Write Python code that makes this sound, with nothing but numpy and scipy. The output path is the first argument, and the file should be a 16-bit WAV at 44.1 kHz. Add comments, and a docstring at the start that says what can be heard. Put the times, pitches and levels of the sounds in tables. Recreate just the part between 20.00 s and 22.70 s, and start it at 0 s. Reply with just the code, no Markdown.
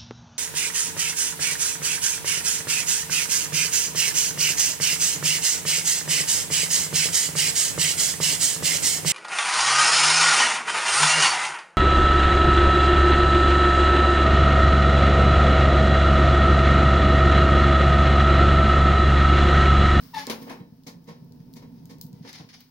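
"""A fire rushes, hisses and snaps; then a small stove's sheet-steel door squeals, clanks shut and settles.
The squeal is a gliding tone with a rasp in the hinge; each clank is steel ringing plus bursts of noise.
A split stick knocks on the door the same way, then scrapes along its latch as clicks and noise.
The fire is fluttering low noise, hiss, sharp snaps and, after the door has shut, short deep puffs.
A small hard workshop echoes the squeal, the scrapes and the ticking embers."""
import sys
import numpy as np
from scipy import signal
from scipy.fft import rfft, irfft, next_fast_len
from scipy.io import wavfile
from scipy.ndimage import map_coordinates

SR = 44100
rng = np.random.default_rng(int(sys.argv[2]) if len(sys.argv) > 2 else 0)


def wav_out(sig):
    """Save sig, one row per channel (or a flat mono array), as 16-bit PCM at SR to the path in sys.argv[1]."""
    wavfile.write(sys.argv[1], SR, np.round(np.clip(np.atleast_2d(sig).T, -1, 1) * 32767).astype(np.int16))


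N = 119070
T = np.arange(N) / SR  # time in seconds
PORT_LAG_S = .00018  # sound reaches the left microphone port this much sooner


def amp(db):
    """Turn decibels into a plain multiplier."""
    return 10 ** (np.asarray(db) / 20)


def unit(x):
    """Scale a sound to an average (rms) strength of 1."""
    return x / np.sqrt(np.mean(x ** 2) + 1e-20)


def curve(rows, axis=1):
    """Join one column of a table with straight lines in time."""
    return np.interp(T, np.array(rows)[:, 0], np.array(rows)[:, axis])


def over_hz(rows, size, axis=1):
    """Join one column of a table with straight lines over log frequency."""
    rows = np.array(rows)
    log_hz = np.log(np.fft.rfftfreq(size, 1 / SR) + 1)
    return np.interp(log_hz, np.log(rows[:, 0]), rows[:, axis])


def colour(x, spectrum):
    """Filter a sound by a spectrum, then scale it to strength 1."""
    size = next_fast_len(x.shape[-1], True)
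    filtered = irfft(rfft(x, size) * amp(over_hz(spectrum, size)), size)
    return unit(filtered[..., :x.shape[-1]])


# how alike left and right are, and which is louder: pitch_hz, likeness (correlation), left_minus_right_db
PORTS = [(59, 0.9, 1.5), (170, 1, -2), (324, 0.63, -4), (650, 0.78, 6.5), (1300, 0, -0.5), (4040, 0, 4.9),
         (8000, 0, -2.5), (16200, 0, 7)]


def noise(spectrum, size):
    """Noise arriving from all around at two microphone ports: partly shared, the left one sooner."""
    mid, side = rfft(rng.standard_normal((2, size)))
    sign = np.array([[1], [-1]])  # left, right
    like = np.clip(over_hz(PORTS, size), -.99, .99)
    both = mid * np.sqrt(1 + like) + sign * side * np.sqrt(1 - like)
    balance = amp(sign * over_hz(PORTS, size, axis=2) / 2)
    lag = np.exp(sign * 1j * np.pi * np.fft.rfftfreq(size, 1 / SR) * PORT_LAG_S)
    return unit(irfft(both * balance * lag * amp(over_hz(spectrum, size)), size))


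def fade(t, t60):
    """Die away by 60 dB in t60 seconds."""
    return np.exp(-np.log(1000) * t / t60)


def walk(points_per_s):
    """A smooth random wander through chance points with a spread near 1."""
    points = rng.standard_normal(1024)
    return map_coordinates(points, [T * points_per_s], mode="wrap")


def grains(per_s, spread_db):
    """Random clicks of uneven size."""
    hits = rng.random(N) < per_s / SR
    size_db = spread_db * np.minimum(rng.exponential(size=N), 4)
    return hits * rng.choice([-1, 1], N) * amp(size_db)


def add(out, start, x):
    """Mix a sound in from its start time in seconds."""
    i = max(int(start * SR), 0)
    out[:, i:i + x.shape[-1]] += x[..., :N - i]


def echo_through(x, response):
    """Let every instant of a sound set off the same two-channel response."""
    return signal.fftconvolve(x[None], response, axes=1)[:, :N]


ROOM_T60_S = 0.31


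def room(x):
    """Many wall reflections merge into a dense fading echo, about as strong as the sound feeding it."""
    t = T[:SR // 2]
    flat = [(20, 0), (20000, 0)]
    echo = noise(flat, len(t)) * fade(t, ROOM_T60_S) * (t > .003)  # silent for the first 3 ms
    return echo_through(x, echo / np.sqrt(np.sum(echo ** 2) / 2))


def steel_ring(modes, t):
    """Steel rings at several pitches at once; higher ones reach the two ports further out of step."""
    out = 0
    for hz, db, t60 in modes:
        phase = 2 * np.pi * rng.random() - np.array([[0], [min(hz / 500, 1.7)]])
        out = out + amp(db) * np.sin(2 * np.pi * hz * t + phase) * fade(t, t60)
    return out


# hinge squeal over time: start_s, pitch_hz (centre of the jitter), tone_db, octave_db, rasp_db
SQUEAL = [(.131, 977, -67, -85, -83), (.139, 935, -40, -56, -52.5), (.148, 897, -33.5, -46, -39.5),
          (.157, 877, -42.5, -55, -47.5), (.172, 868, -26.5, -52, -42), (.182, 850, -31, -46.5, -38),
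          (.196, 848, -42, -47, -39.5), (.21, 854, -38.5, -47, -47.5), (.226, 840, -61, -59, -63),
          (.238, 885, -38.5, -64, -56), (.256, 880, -68, -70, -61)]
# overtones of the squeal: multiple_of_pitch, level_db (against the octave)
OVERTONES = [(2, 3), (3, -7), (4, -13)]
# upper spectrum of the rasp: pitch_hz, level_db
RASP = [(710, -50), (1200, -10.5), (1570, -18.5), (1730, -6), (2400, -13.5), (3740, -14), (5130, -10),
        (8350, -32.5), (11100, -24.5), (16000, -35)]
# ring of the door while it swings free: pitch_hz, level_db, t60_s
SWINGING_DOOR = [(174, 3, 0.26), (272, -3.5, 0.39), (574, -4.5, 0.33), (1079, -5, 0.73), (1740, -8, 0.27),
                 (1980, -6, 0.18), (2232, -3, 0.2), (3330, -17, .2), (3580, 4.5, 0.13), (5200, -14, .15)]
PITCH_JITTER, JITTER_POINTS_PER_S = .012, 250  # jitter as a share of the pitch
SQUEAL_ROOM_DB, SQUEAL_LEFT_MINUS_RIGHT_DB = -12, 6
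RASP_DB, RASP_ROOM_DB, DOOR_BODY_DB = -0.5, 3, 2


def hinge():
    """The dry hinge sticks and slips: a gliding tone, and a rasp once a cycle that shakes the door."""
    pitch_hz = curve(SQUEAL) * (1 + PITCH_JITTER * walk(JITTER_POINTS_PER_S))
    phase = 2 * np.pi * np.cumsum(pitch_hz) / SR
    on = (T > SQUEAL[0][0]) & (T < SQUEAL[-1][0])

    overtones = sum(amp(db) * np.sin(round(k) * phase) for k, db in OVERTONES)
    tone = amp(curve(SQUEAL, axis=2)) * np.sin(phase) + amp(curve(SQUEAL, axis=3)) * overtones
    tone = on * np.sqrt(2) * tone  # a sine of peak root 2 has strength 1

    # one uneven click per cycle, plus noise that swells once per cycle
    slips = np.diff(phase // (2 * np.pi), prepend=0) * (1 + .5 * rng.standard_normal(N))
    grit = 0.48 * unit(slips) + rng.standard_normal(N) * (1 + np.cos(phase))
    force = on * amp(curve(SQUEAL, axis=4))
    rasp = force * colour(grit, [(200, -16.5), (900, -17)] + RASP)

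    ring = steel_ring(SWINGING_DOOR, T[:SR // 2])
    body = echo_through(force * grit, ring / np.sqrt(np.sum(ring ** 2)))

    balance = amp(np.array([[1], [-1]]) * SQUEAL_LEFT_MINUS_RIGHT_DB / 2)
    squeal = tone * balance + amp(SQUEAL_ROOM_DB) * room(tone)
    return squeal + amp(RASP_DB) * rasp + amp(RASP_ROOM_DB) * room(rasp) + amp(DOOR_BODY_DB) * body


# ring of the stove's plates: pitch_hz, level_db, t60_s
PLATES = [(175.2, -15, 0.37), (226.2, -1, 0.42), (261.8, 4.5, 0.19), (399, -8, 0.15), (471.7, 0.5, 0.27),
          (515.7, -9, 0.4), (558, -12.5, 0.42), (878, -18, 0.56), (950, -11.5, .3), (1079, -9, 0.33),
          (1744, -28.5, 1), (1810, -12.5, 0.26), (2182, -12, 0.21), (2333, -46.5, 0.43), (3190, -14, 0.22),
          (3940, -19, 0.41), (4530, -20.5, 0.3), (5130, -16, 0.37)]
# low thud of a blow: pitch_hz, level_db
THUD = [(30, -62), (90, -22), (140, -5), (200, -1), (260, 1.5), (330, -6.5), (600, -30), (2000, -66)]
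# middle clank of a blow: pitch_hz, level_db
CLANK = [(150, -13), (330, 0), (470, -3.5), (700, -6), (950, -1), (1300, -12), (2200, -11.5), (5000, -29.5),
         (16000, -47)]
THUD_T60_S, CLANK_T60_S, CRACK_T60_S = 0.29, 0.32, 0.19
TAIL_DB, TAIL_T60_S = -13, 0.2  # the room's weaker fade behind each burst


def blows(rows, crack):
    """A blow rings the plates, and its thud, clank and crack are noise for ringing too dense to tell apart."""
    out, t = np.zeros((2, N)), T[:SR * 2 // 3]
    for start, contact, ring_db, thud_db, clank_db, crack_db in rows:
        blow = amp(ring_db) * steel_ring(PLATES, t)
        bursts = ((THUD, thud_db, THUD_T60_S), (CLANK, clank_db, CLANK_T60_S),
                  (crack, crack_db, CRACK_T60_S))
        for spectrum, db, t60 in bursts:
            shape = np.hypot(fade(t, t60), amp(TAIL_DB) * fade(t, TAIL_T60_S))
            blow = blow + amp(db) * noise(spectrum, len(t)) * shape
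        onset = np.minimum(t / max(contact, 1 / SR), 1)  # a longer contact starts more softly
        add(out, start, blow * onset)
    return out


# door meets frame: start_s, contact_s, ring_db, thud_db, clank_db, crack_db
DOOR_BLOWS = [(.270, 0.005, -37.5, -57, -39, -74), (.2975, 0.00067, -36.5, -38.5, -33, -28.5),
              (.411, 0.011, -43.5, -39, -55, -48), (.464, 0.017, -43.5, -52, -42, -54),
              (.493, 0.006, -42, -62, -36, -44), (.511, 0.0029, -45, -51, -46.5, -50),
              (.597, 0.0071, -50, -42, -58.5, -75)]
# bright crack of steel on steel: pitch_hz, level_db
DOOR_CRACK = [(400, -18), (1200, -4.5), (2200, 0), (5000, -0.5), (6600, -4.5), (7700, -18), (9800, -7),
              (12500, -11.5), (15600, -12.5)]


def door():
    """The door clanks against its frame and settles in weaker blows."""
    return blows(DOOR_BLOWS, DOOR_CRACK)


# stick meets door: start_s, contact_s, ring_db, thud_db, clank_db, crack_db
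STICK_BLOWS = [(.8645, 0.0087, -44.5, -46, -47, -38.5), (1.072, 0.019, -42.5, -41.5, -48, -49),
               (1.08, 0.0082, -54, -57.5, -48.5, -71), (1.555, 0.015, -51.5, -90, -53.5, -46),
               (1.618, 0.009, -50.5, -50, -55, -60), (1.891, 0.019, -46.5, -51, -55, -45.5),
               (2.24, 0.013, -46, -43, -47.5, -69), (2.393, 0.0098, -54.5, -45, -50, -79)]
# bright crack of wood on steel: pitch_hz, level_db
STICK_CRACK = [(400, -68), (1200, -14), (2100, 1), (2700, -6.5), (4600, 2.5), (6600, -1.5), (7600, -11.5),
               (10000, -10), (12500, -12), (15600, -9)]


def stick():
    """The split stick knocks on the shut door and sets the same steel ringing."""
    return blows(STICK_BLOWS, STICK_CRACK)


# slides of wood on steel: start_s, rise_s, hold_s, level_db
SCRAPES = [(1.053, 0.048, 0.029, -61), (1.39, 0.011, 0.013, -69), (1.751, 0.0063, 0.038, -70),
           (2.123, 0.017, 0.061, -69.5), (2.221, 0.0069, 0.029, -59.5), (2.245, 0.0064, 0.016, -55),
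           (2.274, 0.0033, 0.019, -44.5), (2.326, .003, 0.033, -48), (2.372, .015, 0.015, -52),
           (2.488, 0.0014, .016, -51), (2.527, 0.0036, .016, -50.5), (2.55, 0.0077, 0.017, -70),
           (2.601, 0.0035, 0.0082, -56.5)]
# spectrum of a scrape: pitch_hz, level_db
SCRAPE = [(290, -42), (500, -14), (530, -13), (613, -15), (960, -7.5), (1180, -14), (2010, -4), (2570, -10),
          (5020, -3.5), (6510, -11.5), (7860, -30), (8960, -20), (16000, -35.5)]
RELEASE_S, SCRAPE_ROOM_DB = 0.0089, -2  # release: time to fall to about a third
CATCH_POINTS_PER_S, CATCH_DB = 110, 2.5  # pace and spread of the uneven grip


def scrapes():
    """Wood fibres catch on the steel in short, uneven slides."""
    push = 0
    for start, rise, hold, db in SCRAPES:
        rising = np.clip((T - start) / rise, 0, 1)
        letting_go = np.exp(-np.maximum(T - start - rise - hold, 0) / RELEASE_S)
        push = push + amp(db) * rising * letting_go
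    spectrum = [(100, -15)] + SCRAPE
    fibres = colour(grains(per_s=1200, spread_db=2.5), spectrum)
    texture = amp(-6.5) * fibres + amp(-1.5) * noise(spectrum, N)
    rub = push * amp(CATCH_DB * walk(CATCH_POINTS_PER_S)) * texture
    return rub + amp(SCRAPE_ROOM_DB) * room(rub[0])


# snaps of the fire: start_s, level_db, lift_db (change of the top octave)
SNAPS = [(0.0367, -51.5, -4), (0.269, -35, -10), (0.4273, -44.5, 20), (.836, -58.5, -6), (1.043, -60.5, -1),
         (1.245, -62, 7), (1.3227, -57, -1), (1.531, -53, 12), (1.538, -45.5, 4), (1.856, -49, 2.5),
         (1.985, -53, 9), (2.013, -32.5, 5.5), (2.066, -50.5, 7), (2.130, -56.5, -3), (2.292, -49, 7),
         (2.33, -44, -10), (2.607, -46.5, 11)]
# spectrum of a snap before the lift: pitch_hz, level_db
SNAP = [(500, -23), (2500, -10.5), (4500, 4.5), (6500, 0.5), (8000, -6.5), (12000, -5), (15600, 2.5)]
TICK_DB, TICK_T60_S = 11, .003
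SNAP_RING_DB, SNAP_RING_T60_S = -12.5, .015
WASH_DB, WASH_T60_S = -8, .21
SNAP_LOW_HZ = 2940  # the snaps are thinned below this


def snaps():
    """Burning wood snaps: a sharp tick, a short ring and a longer wash, all treble noise."""
    out, t = np.zeros((2, N)), T[:SR // 4]
    tick = amp(TICK_DB) * fade(t, TICK_T60_S)
    ring = amp(SNAP_RING_DB) * fade(t, SNAP_RING_T60_S)
    wash = amp(WASH_DB) * fade(t, WASH_T60_S)
    for start, db, lift_db in SNAPS:
        # the lift grows from 7500 Hz to its full size an octave higher
        spectrum = [(hz, level + lift_db * np.clip(np.log2(hz / 7500), 0, 1)) for hz, level in SNAP]
        add(out, start, amp(db) * noise(spectrum, len(t)) * (tick + ring + wash))
    return signal.sosfilt(signal.butter(2, SNAP_LOW_HZ, "high", fs=SR, output="sos"), out)


# puffs of flame in the firebox: centre_s, level_db
PUFFS = [(.612, -33.5), (0.729, -39), (1.225, -38), (1.407, -34), (1.683, -37), (1.854, -41),
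         (2.052, -32.5), (2.07, -38), (2.14, -32), (2.213, -34.5), (2.409, -36.5), (2.422, -42),
         (2.446, -41)]
PUFF_HZ, PUFF_S = 157, 0.0059  # puff_s: from its peak down to about a third


def puffs():
    """A flare of gas pushes one or two low cycles out of the firebox."""
    both = T + np.array([[PORT_LAG_S], [0]])  # left hears it sooner
    out = 0
    for centre, db in PUFFS:
        wave = np.cos(2 * np.pi * (PUFF_HZ * (both - centre) + rng.random()))
        out = out + amp(db) * wave * np.exp(-((both - centre) / PUFF_S) ** 2)
    return out


# strength of the draught through the stove: start_s, level_db
DRAUGHT = [(0, -46), (.15, -52.5), (.45, -46.5), (.8, -52.5), (1.1, -48), (1.45, -46), (1.8, -46),
           (2.15, -45), (2.33, -53.5), (2.55, -52.5), (2.7, -59.5)]
# firebox resonances that the flames excite: pitch_hz, level_db
ROAR = [(25, -3), (45, -31.5), (65, -10.5), (92, -15), (125, -4.5), (148, -3.5), (170, 3), (197, -15),
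        (231, -2), (264, -1.5), (300, -15.5), (350, -22), (410, -16.5), (440, -26), (473, -14), (530, -32),
        (700, -28.5), (800, -35.5), (915, -22.5), (1170, -48.5), (3000, -51)]
# strength of the embers' sizzle, quieter once the door has shut: start_s, level_db
SIZZLE = [(0, -50), (.25, -56.5), (.45, -51), (.65, -65.5), (1.5, -64), (2.7, -63.5)]
# spectrum of the sizzle: pitch_hz, level_db
EMBERS = [(300, -12), (1000, -2), (2500, -8.5), (4000, -7), (5200, -1.5), (7500, -18.5), (10000, -11),
          (13000, -16), (15600, -0.5)]
FLUTTER_POINTS_PER_S, FLUTTER_DB = 45, 1.5  # pace and spread of the flutter


def fire():
    """Flames flutter in the draught as low noise; the embers hiss and tick."""
    draught_db = curve(DRAUGHT) + FLUTTER_DB * walk(FLUTTER_POINTS_PER_S)
    roar = noise(ROAR + [(6000, -110)], N) * amp(draught_db)
    ticks = colour(grains(per_s=180, spread_db=4.5), EMBERS)
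    hiss = amp(1) * noise(EMBERS, N)
    ticking = amp(-8) * (.5 * ticks + room(ticks))
    return roar + amp(curve(SIZZLE)) * (hiss + ticking)


def scene():
    """All the sources together, from the squealing hinge to the fire behind it."""
    return hinge() + door() + stick() + scrapes() + snaps() + puffs() + fire()


def record(dry):
    """The recorder thins the deep bass and cuts the top."""
    thin = signal.sosfilt(signal.butter(2, 45, "high", fs=SR, output="sos"), dry)
    return signal.sosfilt(signal.ellip(10, .2, 70, 15900, fs=SR, output="sos"), thin)  # top in Hz


dry = scene()
out = record(dry)
wav_out(out)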